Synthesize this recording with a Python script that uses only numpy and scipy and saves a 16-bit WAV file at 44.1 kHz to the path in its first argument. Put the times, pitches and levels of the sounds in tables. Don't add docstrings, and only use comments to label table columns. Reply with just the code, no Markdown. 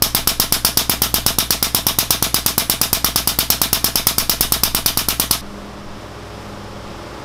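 import sys
import numpy as np
from scipy import signal
from scipy.fft import rfft, irfft
from scipy.io import wavfile
from scipy.ndimage import map_coordinates

SR = 44100
rng = np.random.default_rng(int(sys.argv[2]) if len(sys.argv) > 2 else 0)


def voltage_ratio(decibels):
    exponent = np.asarray(decibels, float) / 20
    return 10 ** exponent


def put_to_file(sound):
    columns = np.atleast_2d(sound).T
    safe = np.clip(columns, -1, 1)
    whole_steps = np.round(safe * 32767)
    wavfile.write(sys.argv[1], SR, whole_steps.astype(np.int16))


N = 319284
CUT_S = 5.415


def rms_one(x):
    return x / np.sqrt(np.mean(x ** 2) + 1e-20)


def at_hz(points, hz, column=1):
    points = np.array(points)
    return np.interp(np.log(hz), np.log(points[:, 0]), points[:, column])


def coloured(spectrum):
    hz = np.maximum(np.arange(N // 2 + 1) * SR / N, 1)
    white = rfft(rng.standard_normal(N))
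    return rms_one(irfft(white * voltage_ratio(at_hz(spectrum, hz)), N))


def drift(rate_hz):
    steps = rng.standard_normal(400)
    return map_coordinates(steps, [np.arange(N) / SR * rate_hz], order=2, mode="wrap")


def orders(turns, table, wobble_db):
    out = 0
    for order, db in table:
        gain = voltage_ratio(db + 3 + wobble_db * drift(5.0))
        out = out + gain * np.sin(2 * np.pi * (order * turns + rng.random()))
    return out


def across_cut(before_db, after_db):
    return np.where(np.arange(N) / SR < CUT_S, before_db, after_db)


def swells(table):
    t = np.arange(N) / SR
    return sum(voltage_ratio(db) * np.exp(-((t - s) / half_s) ** 2) for s, half_s, db in table)


# middle in seconds, half length in seconds, level in dB.
RUSTLES = [
    (5.55, .2, -57),
    (6.05, .12, -59),
    (6.44, .22, -56),
    (7.1, .2, -60),
]
# frequency in Hz, level in dB per Hz.
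LEAVES = [(3000, -20), (7000, 0), (12000, -3), (16000, -14)]


def leaves():
    return coloured(LEAVES) * swells(RUSTLES)


# start in seconds, length in seconds, level in dB, growth in dB per second.
PULLS = [
    (5.4, 0.56, -38, -12),
    (6.35, 0.615, -42, -4),
]


def far_engine():
    t = np.arange(N) / SR
    turns = 101.1 * t
    nearest_s, fade_db = 6.53, 11
    first = voltage_ratio(-40 - fade_db * (t - nearest_s) ** 2)
    second = voltage_ratio(-51)
    rise_s, fall_s = 0.023, 0.03
    for start_s, length_s, db, growth_db in PULLS:
        since = t - start_s
        rise = np.clip(since / rise_s, 0, 1)
        fall = np.clip(1 - (since - length_s) / fall_s, 0, 1)
        second = second + voltage_ratio(db + growth_db * since) * rise * fall
    low = first * orders(turns, [(1, 0.0)], wobble_db=0.7)
    low += second * orders(turns, [(2, 0.0)], wobble_db=0.7)
    upper = voltage_ratio(-50) * orders(turns, [(3, 0.0), (4, -1.0), (6, -2.0)], wobble_db=2.5)
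    return (low + upper) * (t > CUT_S)


# middle in seconds, half length in seconds, level in dB.
GUSTS = [
    (0.1, .5, -31),
    (1.5, 0.91, -38.5),
    (2.8, 0.36, -40),
    (3.9, 0.66, -38),
    (4.8, 0.44, -33.5),
    (5.504, .15, -39),
    (5.878, 0.12, -37.5),
    (6.5, .15, -42),
    (6.863, .12, -37),
]


def wind():
    band = signal.butter(2, [9, 19], "band", fs=SR, output="sos")
    rumble = signal.sosfilt(band, rng.standard_normal(N))
    return swells(GUSTS) * rms_one(rumble)


# order of the motor rotation, level in dB.
MOTOR = [(1, 1.5), (2, -3), (4, -13), (5, -9.5), (9, -20.5)]
# order of the piston rotation, level in dB.
PISTON = [(2, -13.), (3, -15.), (5, -13.), (6, -11.), (7, -16.), (8, -13.), (10, -15.), (13, -8.),
          (14, -14.), (16, -8.), (19, -15.), (20, -12.), (21, -13.), (22, -11.), (23, -13.), (27, -14.),
          (32, -13.)]
# frequency in Hz, level in dB per Hz.
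CLATTER = [(30, -14), (60, -18), (130, -15), (300, -11.5), (600, -13.5), (1150, -11), (1600, -18.5),
           (2600, -23), (3500, -22.5), (4300, -26.5), (5200, -23.5), (6500, -32), (10000, -38.5),
           (16000, -47)]


def compressor():
    t = np.arange(N) / SR
    motor_hz, piston_hz = 58.8, 26.2
    load_db = 2.5 * np.maximum(t - CUT_S, 0)
    motor = voltage_ratio(across_cut(-36.8, -43.5)) * orders(motor_hz * t, MOTOR, wobble_db=-1.3)
    piston = voltage_ratio(across_cut(-56, -41) + load_db) * orders(piston_hz * t, PISTON, wobble_db=-1.5)
    beat_db = 0.5 * np.sin(2 * np.pi * piston_hz * t) + 0.3 * drift(9.8)
    clatter_db = across_cut(-43, -37) + 0.54 * load_db + beat_db
    return motor + piston + voltage_ratio(clatter_db) * coloured(CLATTER)


STROKE_COUNT = 46
# stroke number, seconds to the next stroke.
PACE = [
    (0, .12635),
    (1, .12516),
    (4, .12469),
    (11, .12098),
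    (16, .1193),
    (21, .11758),
    (24, .1149),
    (33, .11299),
    (38, .11314),
    (44, .11216),
]


def strokes():
    number, gap_s = np.transpose(PACE)
    gaps = np.interp(np.arange(STROKE_COUNT - 1), number, gap_s)
    return 0.0219 + np.cumsum(np.r_[0, gaps])


def train(level_db):
    clicks = np.zeros(N)
    clicks[np.round(strokes() * SR).astype(int)] = voltage_ratio(level_db)
    return clicks


def played(clicks, shape, lead=0):
    return signal.fftconvolve(clicks, shape)[lead:lead + N]


# frequency in Hz, width in Hz, height in dB.
RACKS = [(670, 60, 4.), (1100, 40, 4.), (1304, 35, 4.), (1706, 40, 3.), (2377, 50, 5.), (2937, 40, 4.),
         (3111, 40, 4.), (3628, 110, 4.), (3804, 40, 3.), (5040, 150, 2.), (5500, 80, 2.), (11600, 300, 2.)]


def ringing_air():
    hz = np.arange(N // 2 + 1) * SR / N
    peaks_db = sum(db / (1 + (2 * (hz - centre) / width) ** 2) for centre, width, db in RACKS)
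    return irfft(rfft(rng.standard_normal((2, N))) * voltage_ratio(peaks_db), N)


def swell(t, arrive_s, build_s, early_db):
    far_walls = 1 / (1 + np.exp(-(t - arrive_s) / build_s))
    return (voltage_ratio(early_db) + far_walls) * np.minimum(t / 0.0086, 1)


# frequency in Hz, level in dB per Hz, time to fall 60 dB in seconds.
WASH = [(443, -13, 0.19), (766, -6, 0.19), (1300, -4.5, 0.22), (1780, -11, 0.3), (2610, -6.5, 0.23),
        (3890, -1.5, 0.23), (4500, -10.5, 0.26), (5400, 5, 0.12), (5900, -7.5, 0.24), (7360, -11, 0.23),
        (9200, -13.5, 0.26), (11440, -7.5, 0.24), (14000, -10, 0.16), (15600, -13, 0.21)]


def jet_wash(level_db, vary_db):
    t = np.arange(SR // 3) / SR
    white = ringing_air()
    edges = 300 * 2 ** np.arange(0, 6, 1 / 4)
    out = 0
    for k, (low, high) in enumerate(zip(edges, edges[1:])):
        band = signal.sosfilt(signal.butter(2, [low, high], "band", fs=SR, output="sos"), white[k % 2])
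        hz = np.sqrt(low * high)
        lag = np.sqrt(5000 / hz)
        grow = swell(t, arrive_s=0.013 + 0.0035 * lag, build_s=0.0011 * lag, early_db=-8.5)
        fade = grow * voltage_ratio(at_hz(WASH, hz) - 60 * t / at_hz(WASH, hz, column=2))
        hits = train(level_db + vary_db * rng.standard_normal(STROKE_COUNT))
        power = played(hits ** 2, fade ** 2)
        out = out + band * np.sqrt(np.maximum(power, 0))
    return out


# delay in seconds, level in dB, sign.
ECHOES = [(.0137, -25, 1.), (.0219, -22, 1.), (.0235, -23, -1.), (.0298, -21, -1.), (.0408, -20, 1.),
          (.042, -16, -1.), (.044, -22, 1.), (.0467, -21, -1.), (.049, -22, 1.), (.066, -27, -1.),
          (.077, -25, 1.)]


def fixed_walls(t60):
    t = np.arange(SR // 3) / SR
    build = swell(t, arrive_s=0.0069, build_s=0.0069, early_db=-4.5)
    dense = voltage_ratio(-60 * t / t60) * build * rng.standard_normal(len(t))
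    single = np.zeros(len(t))
    for delay, db, sign in ECHOES:
        single[round((delay - 0.0003) * SR)] += sign * voltage_ratio(db + 3.5)
    return dense, single


# delay in seconds, frequency in Hz, level in dB, 60 dB fall in seconds.
DOOR = [
    (.03855, 672, -18, .09),
    (.0393, 460, -22, .06),
    (.072, 672, -30, .1),
]


def door():
    out = 0
    for delay, hz, db, t60 in DOOR:
        late = np.maximum(np.arange(SR // 5) / SR - delay, 0)
        ring = voltage_ratio(db - 60 * late / t60) * np.sin(2 * np.pi * hz * late)
        out = out + ring * (1 - np.exp(-late / 0.002))
    return out


def pulse_shape(rebound, rebound_s, sag, sag_s):
    t = np.arange(SR // 20) / SR - 1 / 1000
    swings = [(0, 0.00033, -1.1), (0.00048, 0.00016, 0.42), (0.0009, 0.0002, -0.8)]   # s, half width s, height
    dips = sum(height * np.exp(-((t - at) / width) ** 2) for at, width, height in swings)
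    late = np.maximum(t - 0.0005, 0)
    port_hz, port_db, port_t60 = 5200, -10, 0.008
    ring = voltage_ratio(port_db - 60 * late / port_t60) * np.sin(2 * np.pi * port_hz * late)
    overpressure = rebound * late / rebound_s * np.exp(1 - late / rebound_s)
    slow_sag = sag * late / sag_s * np.exp(1 - late / sag_s)
    return dips + ring + overpressure + slow_sag


# frequency in Hz, level in dB per Hz.
JET = [(710, -36), (1200, -8.5), (1700, -17), (3780, -11.5), (5250, -0.5), (6680, -10.5), (7610, -12.5),
       (8310, -7.5), (9070, -7), (11900, -3), (15000, -4.5), (15800, -1), (16400, -15)]


def air_jet(level_db):
    t = np.maximum(np.arange(SR // 20) / SR - 0.0004, 0)
    opening = 1 - np.exp(-t / 0.000095)
    burst = opening * (np.exp(-t / 0.003) + voltage_ratio(-15.5) * np.exp(-t / 0.025))
    return coloured(JET) * played(train(level_db + 5.5), burst)


def pump():
    s, chance = strokes(), rng.standard_normal((STROKE_COUNT, 4))
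    pulse_db = -5.5 - 0.38 * s + 0.55 * chance[:, 0]
    jet_db = -8 + 1.08 * chance[:, 1]
    wash_db = -18.5 - 0.29 * s + 0.18 * chance[:, 2]
    door_db = pulse_db - 2.0 + 1.5 * chance[:, 3]

    shape = pulse_shape(rebound=0.32, rebound_s=0.0011, sag=-0.02, sag_s=0.009)
    pulse = played(train(pulse_db), shape, lead=SR // 1000)
    jet = air_jet(jet_db)

    dull = signal.sosfilt(signal.butter(2, 1300, fs=SR, output="sos"), pulse)
    dull_jet = signal.sosfilt(signal.butter(2, 7000, fs=SR, output="sos"), jet)
    dense, single = fixed_walls(t60=0.31)
    echoes = played(dull, single)
    echoes += played(voltage_ratio(-44) * dull + voltage_ratio(-39) * dull_jet, dense)
    echoes += played(train(door_db), door())
    wash = jet_wash(wash_db + 14.5, vary_db=1.1)

    before_cut = np.clip((CUT_S - np.arange(N) / SR) / 0.0053, 0, 1)
    return (pulse + jet + echoes + wash) * before_cut


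def scene():
    return (leaves() + far_engine() + wind() + compressor() + pump())[None]


def top_cut(x):
    return signal.sosfilt(signal.butter(12, 16520, fs=SR, output="sos"), x)


def record(dry):
    low_pass = signal.cheby2(12, 55, 16250, fs=SR, output="sos")
    x = signal.sosfilt(low_pass, dry)
    return top_cut(np.clip(x, -0.97, 0.97))


dry = scene()
out = record(dry)
put_to_file(out)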